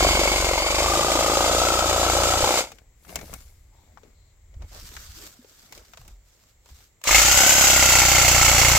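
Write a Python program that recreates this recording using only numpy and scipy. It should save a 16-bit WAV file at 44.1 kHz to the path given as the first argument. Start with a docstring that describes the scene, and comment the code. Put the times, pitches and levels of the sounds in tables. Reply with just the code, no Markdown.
"""A cordless reciprocating saw, already running, cuts a thick green stalk a step away and winds down.
Crank blows at both stroke ends, gear whirr, rasping tooth noise and a slow shake all follow its strokes.
Then stems snap as noisy knocks, leaf tips fizz as the crown sweeps down, and the plant settles.
Leaves rustle, stems rub and wood is tapped as filtered noise, with soft jolts, while things are handled.
Last the saw spins up close by and bites into the stump; garden air and a light breeze lie under it all."""
import sys
import numpy as np
from scipy import signal
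from scipy.fft import rfft, irfft, next_fast_len
from scipy.io import wavfile
from scipy.ndimage import uniform_filter1d, map_coordinates

SR = 44100
rng = np.random.default_rng(int(sys.argv[2]) if len(sys.argv) > 2 else 0)


def bounce(signal):
    """Save signal as a 16-bit WAV file at the path given by the first command-line argument."""
    frames = np.transpose(np.atleast_2d(signal))
    limited = np.clip(frames, -1, 1)
    pcm = np.round(limited * 32767).astype(np.int16)
    wavfile.write(sys.argv[1], SR, pcm)


N = 387198


def amp(db):
    """Decibels to gain."""
    return 10 ** (np.asarray(db) / 20)


def unit(x):
    """Scale to rms 1."""
    return x / np.sqrt(np.mean(x ** 2) + 1e-20)


def clock():
    """The time of each sample, in seconds."""
    return np.arange(N) / SR


def along(points, hz):
    """Read (freq_hz, value) points on a log frequency axis."""
    f, v = np.transpose(points)
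    return np.interp(np.log(hz + 1), np.log(f + 1), v)


def curves(rows):
    """One value per sample for each column after the time."""
    s, *cols = np.transpose(rows)
    return [np.interp(clock(), s, c) for c in cols]


def wobble(rate):
    """A smooth random curve, rate knots a second."""
    knots = rng.standard_normal(int(N * rate / SR) + 4)
    return map_coordinates(knots, [clock() * rate], order=2)


def noise():
    """Two unrelated white noises."""
    return rng.standard_normal((2, N))


def grains(rate, spread_db):
    """Two unrelated trains of tiny fractures of uneven size, rate a second."""
    struck = rng.random((2, N)) < rate / SR
    return unit(noise() * struck * amp(spread_db * noise()))


def filtered(x, response):
    """Multiply the spectrum of x by a complex response of frequency."""
    size = 2 * next_fast_len(N // 2 + 8192)
    return irfft(rfft(x, size) * response(np.fft.rfftfreq(size, 1 / SR)), size)[..., :N]


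def coloured(x, spectrum):
    """Colour x with a causal minimum-phase filter, at rms 1."""
    def response(hz):
        cepstrum = irfft(np.log(amp(along(spectrum, hz)) + 1e-6))
        return np.exp(rfft(2 * cepstrum[:len(hz) - 1], len(cepstrum)))
    return unit(filtered(x, response))


def ringing(x, modes):
    """Excite parallel second-order resonances of alternating sign, at rms 1."""
    def response(f):
        total = 0
        for k, (centre, width, db) in enumerate(modes):
            resonance = 1j * f * width / (centre * centre - f * f + 1j * f * width)
            total = total + (-1) ** k * amp(db) * resonance
        return total
    return unit(filtered(x, response))


def placed(pair, alike, pan, lag=0):
    """Mix two unrelated signals to left and right; the left lags by some samples."""
    def weights(hz):
        turn = np.arccos(np.clip(along(alike, hz), -1, 1)) / 2
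        return np.array([np.cos(turn), np.sin(turn)])
    mid, side = filtered(pair, weights)
    ears = np.array([[.5], [-.5]])

    def lean(hz):
        return amp(ears * along(pan, hz)) * np.exp(-2j * np.pi * ears * lag * hz / SR)
    return filtered(np.array([mid + side, mid - side]), lean)


def swells(rows, rise, fall):
    """Rise, hold and fall (dB a second) for (start, length, dB, ..) rows: one gain curve per dB column."""
    start, length, *levels = np.transpose(rows)[:, :, None]
    t = clock()[::64]
    shape_db = -rise * np.maximum(start - t, 0) - fall * np.maximum(t - start - length, 0)
    return [np.interp(clock(), t, np.linalg.norm(amp(db + shape_db), axis=0)) for db in levels]


def bursts(hits, t60, spectrum):
    """Coloured noise bursts from (start_s, level_db) rows, each losing 60 dB in t60 seconds."""
    level, t = np.zeros(N + SR), np.arange(SR // 8) / SR
    for start, db in hits:
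        level[round(start * SR):][:len(t)] += amp(db - 60 * t / t60)
    level = level[:N]
    return coloured(noise() * level, spectrum) * np.sqrt(np.mean(level ** 2))


# crank speed: time_s, strokes_per_s
FAR_SPEED = [(0, 24.3), (0.12, 23.95), (0.3, 24.1), (0.55, 22.2), (0.75, 25.49), (0.9, 26.55), (1.1, 28.0),
             (1.35, 27.46), (1.6, 29.2), (1.8, 28.8), (2, 29.11), (2.2, 29.33), (2.4, 29.38), (2.7, 31.0)]
# trigger: pulled_s, released_s
FAR_TRIGGER = (-0.1, 2.596)
# seat in the cut: time_s, feed_db (against its mean), shake_db (before trim), slide_slam_db, blade_ring_db
FAR_FEED = [(0.04, -26, -25.5, 1.5, 0), (0.28, -27, -32.5, -1.5, 4.5), (0.45, -28, -30, -3, -0.5),
            (0.67, -30.5, -37, -1.5, 6.5), (0.88, -28.5, -30, -1.5, 5.5), (0.97, -28.5, -37.5, 0.5, -4),
            (2.38, -29, -30, -1.5, -7), (2.42, -26.5, -41, -8, -4.5), (2.44, -29.5, -27.5, -1, -1.5),
            (2.5, -28, -44.5, -1.5, 3.5), (2.58, -28, -44, -4.5, 6)]
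# drive train load, slack once the stalk parts: time_s, gear_db, motor_whine_db
FAR_LOAD = [(.15, -1, 3.5), (.45, -2.5, -1), (.68, 2.5, 4.5), (.95, 0, 0), (1.6, 0.5, -1.5),
            (2.36, -1.5, -3.5), (2.44, -8.5, -2.5)]
# one row each for boom, pull knock, push knock, rasp, zing, blade ring, gear, motor whine:
# base_db, db_per_feed_db, db_per_extra_stroke_per_s, db_per_slam_db, db_per_ring_db
FAR_MIX = [(-33.5, 1.7, 0.14, 0.93, 0), (-26.5, 0, 0.25, 0.37, 0), (-30, 1.08, -0.12, 0.57, 0),
           (-23.5, 1, 0.38, 0, 0), (-36.5, -2, 2.5, 2, 0), (-41, 1.5, -0.5, -0.5, 1),
           (-30, 0.6, 0.8, 0.5, 0), (-34.5, .7, -0.7, 1.1, 0.27)]
# tool shake: multiple_of_stroke_rate, relative_level_db
FAR_SHAKE = [(1, -9), (2, 0), (3, -4), (4, -13), (5, -20)]
# hollow boom of the casing: freq_hz, relative_level_db
FAR_BOOM = [(76, -33.5), (130, -5.5), (172, -11), (263, -7.5), (301, -2), (350, 1.5), (430, -7.5),
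            (560, -25), (950, -120)]
# knocking housing: freq_hz, relative_level_db
FAR_BODY = [(250, -33), (430, -3.5), (560, 3), (640, 1.5), (790, 3), (1020, -3.5), (1280, -6.5),
            (1530, -8.5), (1700, -19), (2200, -15.5), (3400, -15), (4300, -21), (6000, -27), (9000, -50)]
# blow at the far end of the stroke: freq_hz, relative_level_db
FAR_PUSH = [(200, -17), (340, -11.5), (450, -4), (570, 5.5), (720, -2), (950, -11), (1350, -8), (1700, -23),
            (4400, -44)]
# rasping teeth: freq_hz, relative_level_db
FAR_TEETH = [(880, -28), (1500, -7.5), (1780, -10.5), (2190, -5), (2690, -4.5), (3840, -3.5), (4220, -5.5),
             (4550, -3), (4900, -2), (5770, -6.5), (6240, -3), (7240, -1.5), (8240, -7), (9280, -16),
             (15100, -15), (16000, -36.5)]
# gear mesh (first row, levelled apart), then motor whine: multiple_of_stroke_rate, level_db, flutter_hz
FAR_GEAR = [(45.1, 0, 34), (88, -8, 30), (92.5, 1, 14), (128, 3, 18), (151, -11, 50), (181, -4, 40),
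            (195, 2, 20), (286, -6, 60)]
# stereo likeness: freq_hz, left_right_likeness (0 to 1)
FAR_ALIKE = [(60, 0.5), (180, 1), (550, 1), (1650, 1), (4970, 0.23), (15000, 0.34)]
# stereo balance: freq_hz, left_over_right_db
FAR_PAN = [(60, -4.5), (130, 1.5), (290, 0.5), (640, 0.5), (1410, 9), (3100, -2.5), (6820, 1.5),
           (15000, 1.5)]


def far_cut():
    """The saw works through the foot of the plant, its sound tied to the crank, and runs down."""
    turns = crank(FAR_SPEED, .39)
    levels = drive(FAR_TRIGGER, FAR_SPEED, FAR_FEED, FAR_LOAD, FAR_MIX)
    pair, sway = saw(turns, levels, FAR_SHAKE, FAR_BOOM, FAR_BODY, FAR_PUSH, FAR_TEETH, FAR_GEAR,
                     looseness=.85, pull_at=.025, push_at=.545, mesh_at=.69, mesh_db=8,
                     strain_at=.3, ripple=.018, bite_db=2.5, tick=.1)
    return placed(pair, FAR_ALIKE, FAR_PAN, lag=4.64) + amp(1.5) * sway


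# crank speed: time_s, strokes_per_s
NEAR_SPEED = [(7.04, 25.74), (7.2, 29.2), (7.35, 33.0), (7.5, 34.25), (7.58, 34.15), (7.7, 32.55),
              (7.85, 31.35), (8, 30.7), (8.2, 30.47), (8.5, 29.76), (8.78, 29.36)]
# trigger: pulled_s, released_s
NEAR_TRIGGER = (7.03, 8.8)
# seat in the cut: time_s, feed_db (against its mean), shake_db (before trim), slide_slam_db, blade_ring_db
NEAR_FEED = [(7.1, -19.5, -37.5, -2.5, -5), (7.155, -15, -32.5, -6, 7), (7.22, -15.5, -37, -4.5, -14),
             (7.374, -17, -31, -3.5, -7.5), (7.402, -17, -36.5, 0, -14), (7.68, -16.5, -31, -1.5, -9.5),
             (7.946, -17, -27, -1, -0.5), (8.358, -17, -24, 1, -2.5), (8.74, -17.5, -22.5, 1.5, -2)]
# drive train load: time_s, gear_db, motor_whine_db
NEAR_LOAD = [(7.15, 1, 1), (7.5, -.5, 1), (7.9, -1, 0.5), (8.7, -1.5, 1)]
# one row each for boom, pull knock, push knock, rasp, zing, blade ring, gear, motor whine:
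# base_db, db_per_feed_db, db_per_extra_stroke_per_s, db_per_slam_db, db_per_ring_db
NEAR_MIX = [(-38, -0.00034, 0.25, 0.55, 0), (-27, 0.5, 0.14, 0.35, 0.093), (-29, 0, -.5, 0.84, 0.074),
            (-16, 1, -0.11, 0, 0.03), (-23, .9, 1, 0.035, 0), (-25, 0.32, -0.4, 0, 0.9),
            (-31, .3, .6, 0.22, 0), (-31, 0, 0.9, 0.3, 0.083)]
# tool shake: multiple_of_stroke_rate, relative_level_db
NEAR_SHAKE = [(1, -9), (2, 1), (3, -6.5), (4, -5), (5, -11)]
# hollow boom of the casing: freq_hz, relative_level_db
NEAR_BOOM = [(76, -28.5), (130, -9), (177, -10), (210, -4.5), (242, -8.5), (343, -3), (430, -12.5),
             (560, -52), (950, -120)]
# knocking housing: freq_hz, relative_level_db
NEAR_BODY = [(250, -42), (430, -19.5), (539, -1.5), (645, -4), (808, 3.5), (955, -7), (1130, -9),
             (1390, -5), (1800, -21), (2000, -4.5), (2600, -26), (4400, -120)]
# blow at the far end of the stroke: freq_hz, relative_level_db
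NEAR_PUSH = [(300, -23.5), (550, 0.5), (700, -1.5), (900, 2), (1150, -0.5), (1400, -1), (1750, -10),
             (2100, -5.5), (2600, -16.5), (4400, -25.5)]
# rasping teeth: freq_hz, relative_level_db
NEAR_TEETH = [(880, -23.5), (1500, -5.5), (1810, -9.5), (2140, -1), (2460, -7.5), (2770, -3), (3770, -8),
              (5660, -3.5), (6760, -1.5), (7760, -4), (8660, -18.5), (10900, -13.5), (12200, -19.5),
              (15100, -12.5), (16000, -29)]
# gear mesh (first row, levelled apart), then motor whine: multiple_of_stroke_rate, level_db, flutter_hz
NEAR_GEAR = [(44.5, 2, 14), (66, -7, 40), (87, 5, 13), (150, 6.5, 12), (195, 4, 30), (387, -8.5, 110),
             (456, -9.5, 90)]
# stereo likeness: freq_hz, left_right_likeness (0 to 1)
NEAR_ALIKE = [(60, 0.72), (180, 0.81), (550, 0.81), (1650, 0.41), (4970, 0.018), (15000, 0.031)]
# stereo balance: freq_hz, left_over_right_db
NEAR_PAN = [(60, -22), (130, -4), (290, 1.5), (640, 3), (1410, 1.5), (3100, -0.5), (6820, -0.5),
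            (15000, -2.5)]


def near_cut():
    """The saw spins up and bites into the stump close by, its sound tied to the crank."""
    turns = crank(NEAR_SPEED, .12)
    levels = drive(NEAR_TRIGGER, NEAR_SPEED, NEAR_FEED, NEAR_LOAD, NEAR_MIX)
    pair, sway = saw(turns, levels, NEAR_SHAKE, NEAR_BOOM, NEAR_BODY, NEAR_PUSH, NEAR_TEETH, NEAR_GEAR,
                     looseness=1.0, pull_at=-.04, push_at=.46, mesh_at=.65, mesh_db=5.5,
                     strain_at=.8, ripple=.004, bite_db=5, tick=.08)
    # the blade drifts from left to right as it sinks in
    drift_db = np.interp(clock(), [7.2, 8.7], [1.3, -1.4])
    cut = placed(pair, NEAR_ALIKE, NEAR_PAN, lag=-0.824)
    return cut * amp([drift_db / 2, -drift_db / 2]) + amp(-0.5) * sway


# rebounds of the slide after the pull blow: delay_ms, gain, delay_scatter_ms
PULL_BOUNCES = [(0, 1, .12), (3.4, .7, .5), (8, .4, 1.2)]
# rebounds after the push blow: delay_ms, gain, delay_scatter_ms
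PUSH_BOUNCES = [(0, 1, .15), (1.8, .5, .4), (3.7, .25, .6)]
# single lurch that drives the casing boom: delay_ms, gain, delay_scatter_ms
BOOM_BOUNCES = [(0, 1, .3)]
# high resonances of the thin blade: freq_hz, width_hz, level_db
ZING = [(2724, 190, -8), (3880, 68, -11), (6270, 140, -2), (6770, 84, 1.5), (7100, 120, -0.5),
        (7750, 260, -2.5), (11820, 300, -8.5), (12900, 300, -10.5)]
# resonances of blade and shoe: freq_hz, width_hz, level_db
BLADE = [(2155, 115, 18), (2680, 130, 12)]
# casing resonances that the whine sweeps through: freq_hz, width_hz, level_db
CASE = [(1414, 840, 2.5), (2240, 190, 6.5), (2730, 130, 2), (3116, 200, 1), (3785, 220, 7.5),
        (4740, 300, 1.5), (5060, 380, 2), (6660, 1800, 0.5), (13100, 2600, 6)]


def saw(turns, levels, shake, boom, body, push_body, teeth, gear, looseness, pull_at, push_at,
        mesh_at, mesh_db, strain_at, ripple, bite_db, tick):
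    """All the sounds of the tool, locked to its crank: (unrelated pair, shaking)."""
    shaking, booming, pulling, pushing, rasping, zinging, singing, meshing, whining = levels

    # the slide slams home at each end: a loose clatter on the pull, a compact knock on the push
    pull, pull_size, pull_age = reversal(turns, pull_at, PULL_BOUNCES, scatter_db=1.0)
    push, push_size, push_age = reversal(turns, push_at, PUSH_BOUNCES, scatter_db=1.2)
    lurch = reversal(turns, pull_at - .06, BOOM_BOUNCES, scatter_db=1.2)[0]
    pull_rattle = pull_size * amp(-60 * pull_age / .11)
    push_rattle = push_size * amp(-60 * push_age / .025)
    # blows feed only the first of the pair, so both ears share them
    pulls, pushes, lurches = [unit(blow) * [[1], [0]] for blow in (pull, push, lurch)]
    rattle = unit(noise() * (pull_rattle + 0.22))
    knocks = running(coloured(pulls + looseness * rattle, body), pulling)
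    clack = pushes + .65 * unit(noise() * push_rattle)
    knocks += running(coloured(clack, push_body), pushing)
    hollow = lurches + 0.35 * pushes + 0.55 * rattle + .35 * noise()
    casing = running(coloured(hollow, boom), booming)

    # teeth bite as the pull begins and slacken toward the end of the stroke
    through = (turns - pull_at) % 1
    drag = amp(-bite_db * through ** 2 + 0.86 * wobble(70) + 0.46 * wobble(16)) + tick * pull_rattle ** 2
    scrape = drag * (noise() + .8 * grains(2500, spread_db=1)) + 0.08 * pulls
    rasp = running(echoed(coloured(scrape, teeth)), rasping)
    zing = running(ringing(noise() * drag, ZING), zinging)
    ring = running(ringing(noise() * drag ** 2 + 0.95 * pulls + .4 * pushes, BLADE), singing)

    # the motor surges and sags within each stroke; the main gear sings as it drives the blade out
    shaft = turns + ripple * np.sin(2 * np.pi * (turns - .35)) / (2 * np.pi)

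    def tone(multiple, db, flutter_hz):
        phase = multiple * shaft + flutter_hz * np.cumsum(wobble(300)) / SR
        return amp(db + 1.5 * wobble(10.0)) * np.exp(2j * np.pi * phase)
    push_angle = 2 * np.pi * (turns - mesh_at)
    load = amp(mesh_db * (np.cos(push_angle) + .55 * np.cos(2 * push_angle)))
    strain = amp(3 * np.cos(2 * np.pi * (turns - strain_at)))
    mesh = load * tone(*gear[0])
    whine = strain * sum(tone(*row) for row in gear[1:])
    whirr = running(np.array([mesh.real, mesh.imag]), meshing)
    whirr += running(ringing(np.array([whine.real, whine.imag]), CASE), whining)

    # the whole tool sways at the stroke rate and its multiples
    sway = sum(amp(db + 1.4 * wobble(9.5)) * np.sin(2 * np.pi * k * turns)
               for k, (_, db) in enumerate(shake, 1))
    return knocks + casing + rasp + zing + ring + whirr, running(sway, shaking)


def crank(speed, start):
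    """Strokes made so far: the running sum of the crank speed."""
    s, rate = np.transpose(speed)
    return start + np.cumsum(np.interp(clock(), s, rate) * (clock() >= s[0])) / SR


def reversal(turns, at, bounces, scatter_db):
    """One point of the stroke: the blow with its rebounds, the size of the latest blow and the time since."""
    hits = np.flatnonzero(np.diff(np.floor(turns - at)) > 0)
    sizes = amp(scatter_db * rng.standard_normal(len(hits)))
    blows = np.zeros(N + SR)
    for ms, gain, scatter_ms in bounces:
        late = np.round(rng.normal(ms, scatter_ms, len(hits)) * SR / 1000).astype(int)
        blows[hits + late] += gain * sizes
    latest = np.searchsorted(hits, np.arange(N), side="right") - 1
    age = np.abs(np.arange(N) - hits[latest]) / SR
    return blows[:N], sizes[latest] * (latest >= 0), age


SPIN_UP_S, RUN_DOWN_DB_PER_S = 0.054, 283
USUAL_SPEED = 29  # strokes a second


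def drive(trigger, speed, feed, load, mix):
    """Gains of the shake and each mix row: the trigger gates them; speed, load and seat in the cut set them."""
    pulled, released = trigger
    spin_up = np.clip((clock() - pulled) / SPIN_UP_S, 0, 1) ** 2
    gate = spin_up * amp(-RUN_DOWN_DB_PER_S * np.maximum(clock() - released, 0))
    feed_db, shake_db, slam_db, ring_db = curves(feed)
    gear_db, whine_db = curves(load)
    harder = feed_db - np.mean(np.transpose(feed)[1])
    faster = curves(speed)[0] - USUAL_SPEED
    *cutting, gear, whine = [db + by_feed * harder + by_speed * faster + by_slam * slam_db + by_ring * ring_db
                             for db, by_feed, by_speed, by_slam, by_ring in mix]
    return [gate * amp(db) for db in (shake_db, *cutting, gear + gear_db, whine + whine_db)]


def running(x, level):
    """Give x the rms level that the curve asks for while the saw runs."""
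    power = np.sum(level ** 2) * x.size / N
    return x * level / np.sqrt(np.sum((x * level) ** 2) / power + 1e-20)


# echoes off ground and tool body: mean_delay_ms, gain
ECHOES = [(1.7, .22), (2.9, -.2), (5.3, .22)]


def echoed(x):
    """Add the nearby reflections, whose comb shifts as the tool is rocked."""
    n = np.arange(N)
    out = x.copy()
    for ms, gain in ECHOES:
        drift = 1 + .05 * wobble(2)
        read = n - ms * SR / 1000 * drift
        out += gain * np.array([np.interp(read, n, side) for side in x])
    return out


# the blade snags and kicks the shoe against the stalk: start_s, level_db (before trim)
KICKS = [(0.953, -12), (1.118, -6.5), (1.262, -10), (1.371, -10.5), (1.685, -7.5), (1.929, -10),
         (2.098, -6.5), (2.234, -6), (2.336, -8), (2.445, -7), (8.28, -8)]


def kicks():
    """A snag gives one harder knock with a metallic edge, both short noise bursts."""
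    knock = amp(-7.5) * bursts(KICKS, t60=0.024, spectrum=FAR_BODY)
    edge = amp(-12) * bursts(KICKS, t60=0.022, spectrum=FAR_TEETH)
    return placed(knock + edge, FAR_ALIKE, FAR_PAN, lag=3.2)


# snapping stems and taps on the saw: start_s, level_db (before trim), pitch_hz, crisp_db
SNAPS = [(2.718, -31.5, 586, -8), (2.785, -39.5, 1887, -14.5), (3.049, -41, 1300, -14),
         (3.092, -26.5, 347, -26.5), (3.103, -35.5, 900, -22), (3.157, -20.5, 824, 0),
         (3.19, -30, 1423, -15), (3.212, -27.5, 366, -19), (3.28, -38, 528, -17), (3.33, -31, 1300, -21.5),
         (3.338, -34, 1190, 4.5), (3.973, -30, 970, -50.5), (4.033, -33.5, 417, -37),
         (4.541, -44, 600, -21), (4.621, -32.5, 696, -24.5), (4.917, -34, 301, -16),
         (4.966, -24.5, 1500, -15.5), (5.445, -33.5, 433, -40), (5.689, -48, 358, -11.5),
         (5.724, -30, 880, -7), (5.777, -35.5, 266, -8), (5.883, -51, 490, -9), (5.935, -30, 1210, -19),
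         (5.973, -31.5, 748, -13), (6.014, -42, 837, -17.5), (6.051, -47, 600, -6),
         (6.079, -43.5, 2360, 2.5), (6.436, -52, 738, -10), (6.659, -41.5, 641, -13),
         (6.689, -43, 802, -10.5), (6.805, -48.5, 2320, -8.5), (7.015, -41.5, 910, -7),
         (7.039, -23.5, 1950, -1)]
# colour of cracking wood: freq_hz, relative_level_db
WOOD = [(290, -52), (500, 1), (1180, 2.5), (1820, 1.5), (2620, 4.5), (3490, -1), (3810, 1), (4700, -3),
        (5310, 0), (7000, 0), (9100, -23), (15400, -120)]


def snaps():
    """Each snap is a knock at the pitch of its stem; the crisper it is, the more it cracks and splinters."""
    s, peak, pitch, crisp = np.transpose(SNAPS)
    knock, t = np.zeros(N + SR), np.arange(SR // 8) / SR
    for start, db, hz in zip(s, peak, pitch):
        stem = signal.butter(2, [hz / 1.4, hz * 1.4], "bandpass", fs=SR)
        body = unit(signal.lfilter(*stem, rng.standard_normal(len(t))))
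        knock[round(start * SR):][:len(t)] += body * amp(db - 12.0 - 60 * t / 0.044)
    crack = bursts(zip(s, peak - 5.5 + 0.38 * crisp), t60=0.048, spectrum=WOOD)
    bright = [(2500, -34.5), (6000, -4.5), (8000, -3.0), (10000, -10.0), (16000, -7.0)]
    splinter = bursts(zip(s, peak + crisp - 1), t60=0.026, spectrum=bright)
    return knock[:N] + crack + splinter


# leaves and stems brush as the plant falls and is handled: start_s, length_s, leaves_db, stems_db
RUSTLES = [(2.69, 0.091, -63.5, -59.5), (3.11, 0.25, -52, -49), (3.76, 0.34, -70.5, -64.5),
           (4.57, 0.16, -72.5, -59.5), (4.75, 0.53, -47, -57), (5.23, 0.038, -42.5, -58),
           (5.36, .14, -61, -64.5), (5.52, .14, -54.5, -67), (5.74, 0.05, -52.5, -54),
           (5.84, 0.275, -59.5, -65), (6.28, 0.22, -62.5, -76), (6.7, 0.142, -56.5, -69.5)]
RUSTLE_RISE_DB_PER_S, RUSTLE_FALL_DB_PER_S = 210, 220
# the fallen crown comes to rest: start_s, leaves_db, loss_db_per_s (the leaf tips fade at this rate too)
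SETTLE = (3.41, -54.5, 86)
# leaf tips fizz as the crown sweeps down: start_s, length_s, level_db
TOPPLE = (3.093, 0.27, -54.5)
# colour of leaves: freq_hz, relative_level_db
LEAVES = [(590, -20), (1000, -8), (1400, -2), (1890, -4.5), (2200, -6.5), (4900, -0.5), (6550, -1.5),
          (7440, -1), (10800, -14), (12500, -4.5), (15200, -8.5), (16000, -21)]
# colour of stems: freq_hz, relative_level_db
STEMS = [(76, -28.5), (130, 1), (591, -4.5), (824, -9.5), (938, -12.5), (1440, -17.5), (1890, -20),
         (2200, -6.5), (2860, -33), (4840, -120)]
# colour of leaf tips: freq_hz, relative_level_db
TIPS = [(4000, -25), (8000, -4.5), (10500, -1.5), (13000, -1.5), (15300, -5), (16000, -18)]


def foliage():
    """Leaves brush and crackle in uneven clumps while stems scrape over the mulch: noise plus grains."""
    leaves, stems = swells(RUSTLES, RUSTLE_RISE_DB_PER_S, RUSTLE_FALL_DB_PER_S)
    landed, settle_db, loss = SETTLE
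    settling, = swells([(landed, 0, settle_db)], RUSTLE_RISE_DB_PER_S, loss)
    tips, = swells([TOPPLE], RUSTLE_RISE_DB_PER_S, loss)
    crackle = amp(1.2 * wobble(45)) * (noise() + .8 * grains(700, spread_db=3.2))
    crisp = coloured(patchy(crackle, 1.8), LEAVES)
    scraping = amp(2.5 * wobble(30)) * (noise() + grains(200, spread_db=3))
    dull = coloured(patchy(scraping, 4), STEMS)
    fizz = coloured(amp(1.5 * wobble(30)) * (noise() + .6 * grains(1500, spread_db=2)), TIPS)
    return fizz * tips + crisp * np.hypot(leaves, settling) + dull * np.hypot(stems, settling / 2)


def patchy(x, depth_db):
    """Let the colour change from one contact to the next by a smoothed random gain over pitch and time."""
    z = signal.stft(x, nperseg=512)[2]
    field = rng.standard_normal(z.shape[1:])
    field = uniform_filter1d(uniform_filter1d(field, size=4, axis=0), size=7, axis=1)
    return signal.istft(z * amp(depth_db * unit(field)), nperseg=512)[1][:, :N]


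# stems rub with a faint pitch: start_s, length_s, pitch_hz, width_hz, level_db
RUBS = [(3.701, 0.17, 890, 90, -67.5), (3.742, 0.16, 3700, 396, -73.5), (4.043, .05, 350, 150, -60),
        (4.1, 0.27, 4150, 447, -72.5), (4.594, 0.071, 480, 300, -56.5), (4.702, 0.11, 600, 400, -53),
        (5.153, .14, 342, 80, -54), (5.776, 0.096, 1100, 500, -62.5), (5.998, .13, 650, 450, -65)]


def rubs():
    """Each rub is a soft swell of narrow noise at the pitch of its stem."""
    out = np.zeros((2, N + SR))
    for start, length, hz, width, db in RUBS:
        swell = signal.windows.tukey(round(length * SR))
        sound = signal.lfilter(*signal.iirpeak(hz, hz / width, SR), rng.standard_normal((2, SR)))
        out[:, round(start * SR):][:, :len(swell)] += amp(db) * unit(sound)[:, :len(swell)] * swell
    return out[:, :N]


# dull jolts of tool and trunk: start_s, level_db, pitch_hz, t60_s
THUDS = [(2.43, -11.5, 59, 0.083), (3.169, -41, 169.3, 0.2), (4.566, -27, 63.3, 0.15),
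         (4.639, -25.5, 65, 0.067), (5.39, -40, 245, 0.082), (5.989, -49, 135, 0.28),
         (6.107, -38, 43.4, 0.46), (6.715, -37.5, 70, 0.2), (7.102, -21.5, 51.4, 1),
         (7.247, -21, 60.5, 0.15)]


def thuds():
    """Heavy, soft jolts: low sines with a 2 ms onset that die away."""
    out, t = np.zeros(N + SR), np.arange(SR // 2) / SR
    for s, db, hz, t60 in THUDS:
        swing = np.sin(2 * np.pi * hz * t) * (1 - np.exp(-t / 0.002))
        out[round(s * SR):][:len(t)] += amp(db - 60 * t / t60) * swing
    return out[:N]


# spells of low rumble from handling: start_s, length_s, level_db
BUMPS = [(3.16, 0.22, -44), (4.57, 0.044, -39.5), (4.72, 0.4, -45), (5.75, 0.06, -57), (6.01, 0.055, -47),
         (6.71, 0.03, -57)]
BUMP_RISE_DB_PER_S, BUMP_FALL_DB_PER_S = 500, 97
# colour of the rumble: freq_hz, relative_level_db
RUMBLE = [(11, -32.5), (18, 2), (38, 10), (59, 10), (89, 5), (135, -11), (172, -20), (250, -22.5),
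          (320, -50.5), (550, -120)]
# breeze on the microphone, weaker once it has moved in over the stump
BREEZE_DB, SHELTER_DB, MOVE_S = -54, -10, 4.55


def rumble():
    """A light breeze on the microphone and the low bumps of handling share one low noise."""
    breeze = amp(BREEZE_DB + SHELTER_DB * (clock() > MOVE_S) + 1.5 * wobble(8))
    bumps, = swells(BUMPS, BUMP_RISE_DB_PER_S, BUMP_FALL_DB_PER_S)
    return np.hypot(breeze, bumps) * coloured(noise()[0], RUMBLE)


# colour of the garden air: freq_hz, relative_level_db
AIR = [(59, -28), (100, -0.5), (197, -17.5), (492, -15.5), (1580, -24.5), (2130, -17), (2580, -25.5),
       (4110, -25.5), (4870, -29), (6290, -24.5), (7450, -13.5), (9410, -43.5), (12100, -28.5),
       (15000, -37), (16000, -24)]


def air():
    """Quiet garden air: steady coloured noise."""
    return amp(-64) * coloured(noise(), AIR)


def scene():
    """Two cuts, the plant and the handling between them, over quiet garden air."""
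    # the plant falls to the left: the garden layer leans that way until the microphone moves in
    left_db = 4.5 * (clock() < MOVE_S)
    sounds = foliage() + rubs() + snaps() + air()
    alike = [(200, 0.74), (1000, 0.42), (3000, 0.064), (10000, 0.098)]
    garden = placed(sounds, alike, pan=[(200, -0.21), (8000, -.2)])
    garden = garden * amp([left_db / 2, -left_db / 2])
    return far_cut() + near_cut() + kicks() + garden + rumble() + thuds()


TOP_HZ = 16000


def record(dry):
    """The microphone rounds off the highest peaks and limits the band."""
    rounded = dry / (1 + np.abs(dry / .95) ** 6) ** (1 / 6)
    return filtered(rounded, lambda hz: hz < TOP_HZ)


dry = scene()
out = record(dry)
bounce(out)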